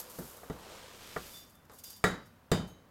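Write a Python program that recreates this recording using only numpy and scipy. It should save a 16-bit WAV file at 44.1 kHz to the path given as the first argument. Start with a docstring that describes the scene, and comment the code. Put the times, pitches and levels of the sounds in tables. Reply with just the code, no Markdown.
"""A small kitchen: dry rice slides out of a steel jug into a pot of simmering water.
Dense random impacts, coloured separately for steel and water, make the hiss and patter; shakes add surges.
The same kind of impacts drive resonant modes for the singing jug and the bubbles.
Dull knocks fall during the pour and hard metal knocks follow, built from decaying sines and noise bands."""
import sys
import numpy as np
from scipy import signal
from scipy.fft import rfft, irfft
from scipy.io import wavfile
from scipy.ndimage import uniform_filter1d

SR = 44100
rng = np.random.default_rng(int(sys.argv[2]) if len(sys.argv) > 2 else 0)


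def to_wav(sig):
    """Store sig (one row per channel, or 1-D mono) as 16-bit WAV at the path in sys.argv[1].

    Samples outside -1..1 are clipped; the rate is SR.
    """
    pcm = np.clip(np.atleast_2d(sig), -1, 1) * 32767
    pcm = np.round(pcm).astype(np.int16)
    wavfile.write(sys.argv[1], SR, pcm.T)  # frames by channels


N = 127890
TIME = np.arange(N) / SR  # scene clock [s]
AGE = np.arange(2 ** 15) / SR  # time since a knock or skitter began [s]

# quiet kitchen background: (frequency [Hz], relative density [dB per Hz])
FLOOR_COLOUR = [(25, -11), (55, -5.5), (80, 3), (130, -3), (220, 0), (400, -12), (1200, -12.5),
                (3000, -22.5), (8000, -31.5), (16000, -29)]
FLOOR_DB = -62.5

# the boil, quenched by the cold rice: (time [s], level [dB])
BOIL_LEVEL = [(0, -55.5), (.4, -57.5), (.7, -54), (1.0, -60), (1.3, -61.5), (1.5, -68.5), (2.0, -72.5),
              (2.9, -67)]
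# tone shaping of the bubbles: (frequency [Hz], gain [dB])
BOIL_COLOUR = [(100, -23), (250, -5.5), (500, 7), (720, 0), (1050, 2.5), (1600, -2.5), (2500, -24),
               (6000, -46)]
BUBBLES_PER_S, BUBBLE_SPREAD_DB = 2600, 1.5

# knocks: (time [s], level [dB], contact cut-off [Hz], bass [dB], dense ring [dB], steel ring [dB],
#          share struck on the rim [0-1], extra damping from contact [dB per s])
KNOCKS = [(0.186, -12, 536, -5, 8, -40, 0, 125), (0.433, -18.5, 880, -28, 0, -32, .5, 400),
          (0.4996, -11.5, 750, 1, 1.5, -11, .5, 86), (1.1629, -5.5, 1300, -10, -2, -28, .5, 215),
          (1.6966, -34, 1080, -12, 13, 5.5, 0.6, 44), (2.0405, 2.5, 3340, -4, -2.5, -1.5, 0.37, 15),
          (2.5162, 4, 670, -2, -2, -3.5, 0.9, 8), (2.529, -9, 1980, -12.5, 1, -21, .9, 252)]
# dull body modes of the pot on the hob: (frequency [Hz], level [dB], undamped t60 [s])
POT_MODES = [(148, -20.5, 0.051), (185, -27, 0.31), (228.6, -36, 0.28), (286.5, -37.5, 0.34),
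             (364, -32.5, 0.2), (433.3, -24, 0.091), (488.7, -31, 0.23), (675, -20, 0.018),
             (748, -34, 0.18), (1178, -30.5, 0.15), (1230, -20, 0.012), (1397, -33, 0.12),
             (1650, -33, 0.072), (1750, -29, 0.099), (1837, -28.5, 0.05), (1932, -26, 0.11),
             (2260, -20.5, 0.017)]
BASS_HZ = 280  # a knock's bass setting acts below about here
# steel modes: (frequency [Hz], struck on the wall [dB], struck on the rim [dB],
#               stirred by grains [dB], undamped t60 [s])
STEEL_MODES = [(2840, -60, -53, -18, .3), (3058, -58, -45, -13, .62), (3467, -62, -48, -24, .35),
               (3541, -45, -49, -9, .33), (3704, -58, -37, -22, .33), (3845, -33, -51, -18, .41),
               (3868, -40, -58, -22, .36), (4480, -33, -52, -16, .07), (4720, -58, -60, -7, .5),
               (4830, -54, -38, -4, .3), (5130, -48, -55, -16, .22), (5367, -60, -57, -8, .24),
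               (5706, -64, -60, -11, .24), (6470, -45, -56, -18, .33), (6584, -47, -56, -9, .3),
               (7080, -42, -52, -15, .27), (7420, -56, -40, -20, .14), (7960, -42, -56, -21, .19),
               (8608, -55, -52, -16, .2), (9900, -54, -54, -24, .25)]
# dense modes of the dull body, spread by the room: (frequency [Hz], relative density [dB per Hz])
THUD_COLOUR = [(30, -28), (70, -1), (160, 8.5), (280, -2.5), (430, -1.5), (720, -5), (950, -6),
               (1400, -0.5), (2000, -4), (2700, -26), (6000, -73)]
# dense modes of the steel, spread by the room: (frequency [Hz], relative density [dB per Hz])
CLANK_COLOUR = [(600, 12), (1600, 5.5), (2700, -1.5), (4500, -1.5), (6000, -5.5), (7500, -3.5),
                (10000, -7.5), (16000, -14)]
THUD_DB, CLANK_DB = -26.5, -33.5  # dense rings, before each knock's own levels
# how long the dense modes last: (frequency [Hz], undamped t60 [s])
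DENSE_DECAY = [(60, 0.49), (170, 0.52), (450, 0.43), (1500, 0.4), (4000, 0.44), (14000, 0.25)]
CRACK_DB, CRACK_S = -24, .0045  # noise at first contact: level in the clank, time constant [s]
# the worktop booms on after a knock: (frequency [Hz], level [dB], t60 [s])
WORKTOP_BOOM = (60, -45.5, 0.6)
BOOM_FOLLOWS = 0.36  # share of a knock's level plus bass, in dB, that the boom follows

# loose grains skittering round the jug: (time [s], level [dB], favoured mode region [Hz])
SKITTERS = [(1.332, -44, 3541), (1.36, -59, 2840), (1.36, -63, 5706), (1.535, -63, 3541),
            (1.838, -49, 4810), (1.9, -56, 3541), (2.675, -58, 6470), (2.7, -64, 3845)]
SKITTER_RISE_S, SKITTER_WIDTH_HZ = .02, 50

# how strongly sliding grains set the jug ringing: (time [s], level [dB])
SINGING_LEVEL = [(0, -66), (.6, -82), (1.15, -63.5), (1.3, -63), (1.38, -56.5), (1.45, -64.5), (1.52, -74),
                 (1.57, -78), (1.65, -94), (1.8, -62.5), (1.83, -73), (1.85, -55), (1.96, -59), (2.1, -78),
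                 (2.27, -71), (2.36, -98.5), (2.9, -91)]

# rice sliding along the jug wall: (time [s], level [dB])
SLIDE_LEVEL = [(0, -44.5), (.07, -60.5), (.11, -54), (.2, -53), (.3, -53.5), (.42, -60.5), (.56, -64),
               (.9, -67), (1.1, -59), (1.25, -55.5), (1.38, -53), (1.46, -66), (1.55, -70.5), (1.62, -78.5),
               (2.3, -79), (2.9, -111)]
# rice landing in the water: (time [s], level [dB])
STREAM_LEVEL = [(0, -59), (.25, -59.5), (.5, -62.5), (.62, -56.5), (.73, -52), (.9, -55.5), (1.1, -52),
                (1.26, -52.5), (1.36, -60), (1.45, -67), (1.6, -98), (2.9, -98)]
# shakes that throw loose grains against the steel: (time [s], level [dB], decay time constant [s])
SHAKES = [(-.003, -38.5, 0.0057), (.096, -50, 0.013), (0.185, -45, 0.0072), (.366, -57, .004),
          (1.495, -61, 0.014), (1.55, -65, 0.0097), (1.649, -65, .004), (1.713, -59, 0.012),
          (1.731, -58, 0.089), (1.784, -50, 0.013), (1.835, -45, 0.021), (1.863, -53.5, 0.087),
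          (1.899, -49, 0.028), (1.961, -56, 0.025), (2.255, -64, 0.021), (2.672, -61, 0.038)]
SHAKE_ATTACK_S = .004
# tone of grains on steel: (frequency [Hz], relative density [dB per Hz])
STEEL_HISS = [(1000, -6.5), (2500, -10.5), (4500, -2), (7000, 1.5), (9500, 0.5), (12500, 5), (14500, 3),
              (16000, -9)]
# tone of grains on water: (frequency [Hz], relative density [dB per Hz])
WATER_HISS = [(150, 8), (500, 7), (1000, 4.5), (1800, 4.5), (3200, 6), (5500, 1.5), (8000, -1.5),
              (15000, -15)]
STEEL_GRAINS_PER_S, WATER_GRAINS_PER_S, GRAIN_SPREAD_DB = 14000, 6000, 2.5
TICKS_PER_S, TICK_SPREAD_DB, TICK_DB = 600, 3.0, -5  # sparser ticks, level relative to the fine grains

CUTOFF_HZ = 16000


def from_db(db):
    """Decibels to gain."""
    return 10 ** (np.asarray(db) / 20)


def rms_one(x):
    """Scale to unit rms."""
    return x / np.sqrt(np.mean(x ** 2) + 1e-20)


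def level(rows):
    """Gain over time from (time [s], level [dB]) rows."""
    return from_db(np.interp(TIME, *np.transpose(rows)))


def at_hz(points, hz):
    """Read a table on a log-frequency axis."""
    table_hz, values = np.transpose(points)
    return np.interp(np.log(np.maximum(hz, 1)), np.log(table_hz), values)


def colour(x, spectrum):
    """Shape a steady texture's spectrum and bring it to unit rms."""
    gain = from_db(at_hz(spectrum, np.fft.rfftfreq(len(x), 1 / SR)))
    return rms_one(irfft(rfft(x) * gain, len(x)))


def grains(per_s, spread_db):
    """Tiny impacts at random moments, of uneven size and random polarity."""
    sizes = from_db(spread_db * np.minimum(rng.exponential(1, N), 5))
    signs = rng.choice([-1, 1], N)
    hits = rng.random(N) < per_s / SR
    return sizes * signs * hits


def ring(x, hz, t60):
    """One resonant mode: each unit click starts a decaying sine of height 1."""
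    radius = from_db(-60 / (t60 * SR))
    angle = 2 * np.pi * hz / SR
    # the minute offset keeps the filter from running on vanishing numbers
    return signal.lfilter([0, np.sin(angle)], [1, -2 * radius * np.cos(angle), radius ** 2], x + 1e-18)


def dying(t60):
    """Exponential decay that falls 60 dB in t60 seconds."""
    return np.exp(-np.log(1000) * AGE / t60)


def mode(hz, t60):
    """A decaying sine from time zero."""
    return np.sin(2 * np.pi * hz * AGE) * dying(t60)


def dense_ring(spectrum, weight):
    """Countless overlapping modes: noise bands, each dying at its own rate."""
    hz = np.fft.rfftfreq(len(AGE), 1 / SR)
    noise = rfft(colour(rng.standard_normal(len(AGE)), spectrum)) * weight(hz)
    edges = np.geomspace(20, 20000, 15)
    out = np.zeros(len(AGE))
    for low, high in zip(edges, edges[1:]):
        band = irfft(noise * ((hz >= low) & (hz < high)))
        out += band * dying(at_hz(DENSE_DECAY, np.sqrt(low * high)))
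    return out


def place(sounds):
    """Mix (time [s], sound) pairs onto the timeline."""
    out = np.zeros(N + len(AGE))
    for start_s, sound in sounds:
        start = int(start_s * SR)
        out[start:start + len(AGE)] += sound
    return out[:N]


def kitchen_floor():
    """Steady coloured noise for the quiet kitchen."""
    return from_db(FLOOR_DB) * colour(rng.standard_normal(N), FLOOR_COLOUR)


def simmer():
    """Small bubbles: random clicks excite short resonances, each ringing for a few cycles."""
    pitches = np.geomspace(250, 2500, 18)
    bubbles = np.zeros(N)
    for hz in pitches:
        clicks = grains(BUBBLES_PER_S / len(pitches), BUBBLE_SPREAD_DB)
        bubbles += rms_one(ring(clicks, hz, 9 / hz)) * np.sqrt(hz)
    return level(BOIL_LEVEL) * colour(bubbles, BOIL_COLOUR)


def thud(contact_hz, bass_db, dense_db):
    """The dull body of a knock; a softer contact weakens the higher modes."""
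    def weight(hz):
        bass = from_db(bass_db / (1 + (hz / BASS_HZ) ** 4))
        return bass / np.sqrt(1 + (hz / contact_hz) ** 4.27)

    modes = np.zeros(len(AGE))
    for k, (hz, db, t60) in enumerate(POT_MODES):
        modes += (-1) ** k * from_db(db) * weight(hz) * mode(hz, t60)  # alternating polarity
    return modes + from_db(THUD_DB + dense_db) * dense_ring(THUD_COLOUR, weight)


def clank(rim):
    """The bright part of a knock: a crack, then steel modes whose mix depends on the spot struck."""
    modes = np.zeros(len(AGE))
    for k, (hz, wall_db, rim_db, _, t60) in enumerate(STEEL_MODES):
        struck_db = wall_db + rim * (rim_db - wall_db)
        modes += (-1) ** k * from_db(struck_db) * mode(hz, t60)
    crack = colour(rng.standard_normal(len(AGE)), CLANK_COLOUR) * np.exp(-AGE / CRACK_S)
    dense = dense_ring(CLANK_COLOUR, np.ones_like)
    return modes + from_db(CRACK_DB) * crack + from_db(CLANK_DB) * dense


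def knocks():
    """Thuds with more or less steel over a faint boom; a lingering contact cuts the ring short."""
    boom_hz, boom_db, boom_t60 = WORKTOP_BOOM
    sounds = []
    for start_s, db, contact_hz, bass_db, dense_db, steel_db, rim, damping in KNOCKS:
        blow = thud(contact_hz, bass_db, dense_db) + from_db(steel_db) * clank(rim)
        damped_blow = from_db(db - damping * AGE) * blow
        boom_gain = from_db(boom_db + BOOM_FOLLOWS * (db + bass_db))
        sounds.append((start_s, damped_blow + boom_gain * mode(boom_hz, boom_t60)))
    return place(sounds)


def skitters():
    """A run of tiny touches, heard as a smooth swell of the nearest steel modes, which then ring out."""
    swell = 1 - np.exp(-AGE / SKITTER_RISE_S)
    sounds = []
    for start_s, db, favoured_hz in SKITTERS:
        modes = np.zeros(len(AGE))
        for hz, _, _, _, t60 in STEEL_MODES:
            closeness = 1 / (1 + ((hz - favoured_hz) / SKITTER_WIDTH_HZ) ** 2)
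            modes += closeness * mode(hz, t60)
        sounds.append((start_s, from_db(db) * swell * modes))
    return place(sounds)


def singing_jug():
    """Grain impacts keep the steel modes ringing, each evened out before the mix is ridden in level."""
    impacts = grains(STEEL_GRAINS_PER_S, GRAIN_SPREAD_DB)
    out = np.zeros(N)
    for hz, _, _, stirred_db, t60 in STEEL_MODES:
        tone = ring(impacts, hz, t60)
        running_rms = np.sqrt(uniform_filter1d(tone ** 2, size=4000) + 1e-12)
        out += from_db(stirred_db) * tone / running_rms
    return level(SINGING_LEVEL) * rms_one(out)


def rice_on_steel():
    """Grains hiss and tick along the steel; slide and shakes add up as power."""
    power = level(SLIDE_LEVEL) ** 2
    for start_s, db, decay_s in SHAKES:
        age = np.maximum(TIME - start_s, 0)
        attack = np.minimum(age / SHAKE_ATTACK_S, 1)
        decay = np.exp(-np.maximum(age - SHAKE_ATTACK_S, 0) / decay_s)
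        power = power + (from_db(db) * attack * decay) ** 2
    fine = rms_one(grains(STEEL_GRAINS_PER_S, GRAIN_SPREAD_DB))
    ticks = rms_one(grains(TICKS_PER_S, TICK_SPREAD_DB))
    return np.sqrt(power) * colour(fine + from_db(TICK_DB) * ticks, STEEL_HISS)


def rice_in_water():
    """Grains patter into the water as dense, softly coloured impacts."""
    patter = colour(grains(WATER_GRAINS_PER_S, GRAIN_SPREAD_DB), WATER_HISS)
    return level(STREAM_LEVEL) * patter


def scene():
    """Kitchen, boil and knocks under the jug and the pouring rice."""
    background = kitchen_floor() + simmer() + knocks()
    jug = skitters() + singing_jug()
    rice = rice_on_steel() + rice_in_water()
    return (background + jug + rice)[None]


def record(dry):
    """Cut the top steeply with an elliptic low-pass."""
    low_pass = signal.ellip(10, .1, 80, CUTOFF_HZ, fs=SR, output="sos")
    return signal.sosfilt(low_pass, dry)


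dry = scene()
out = record(dry)
to_wav(out)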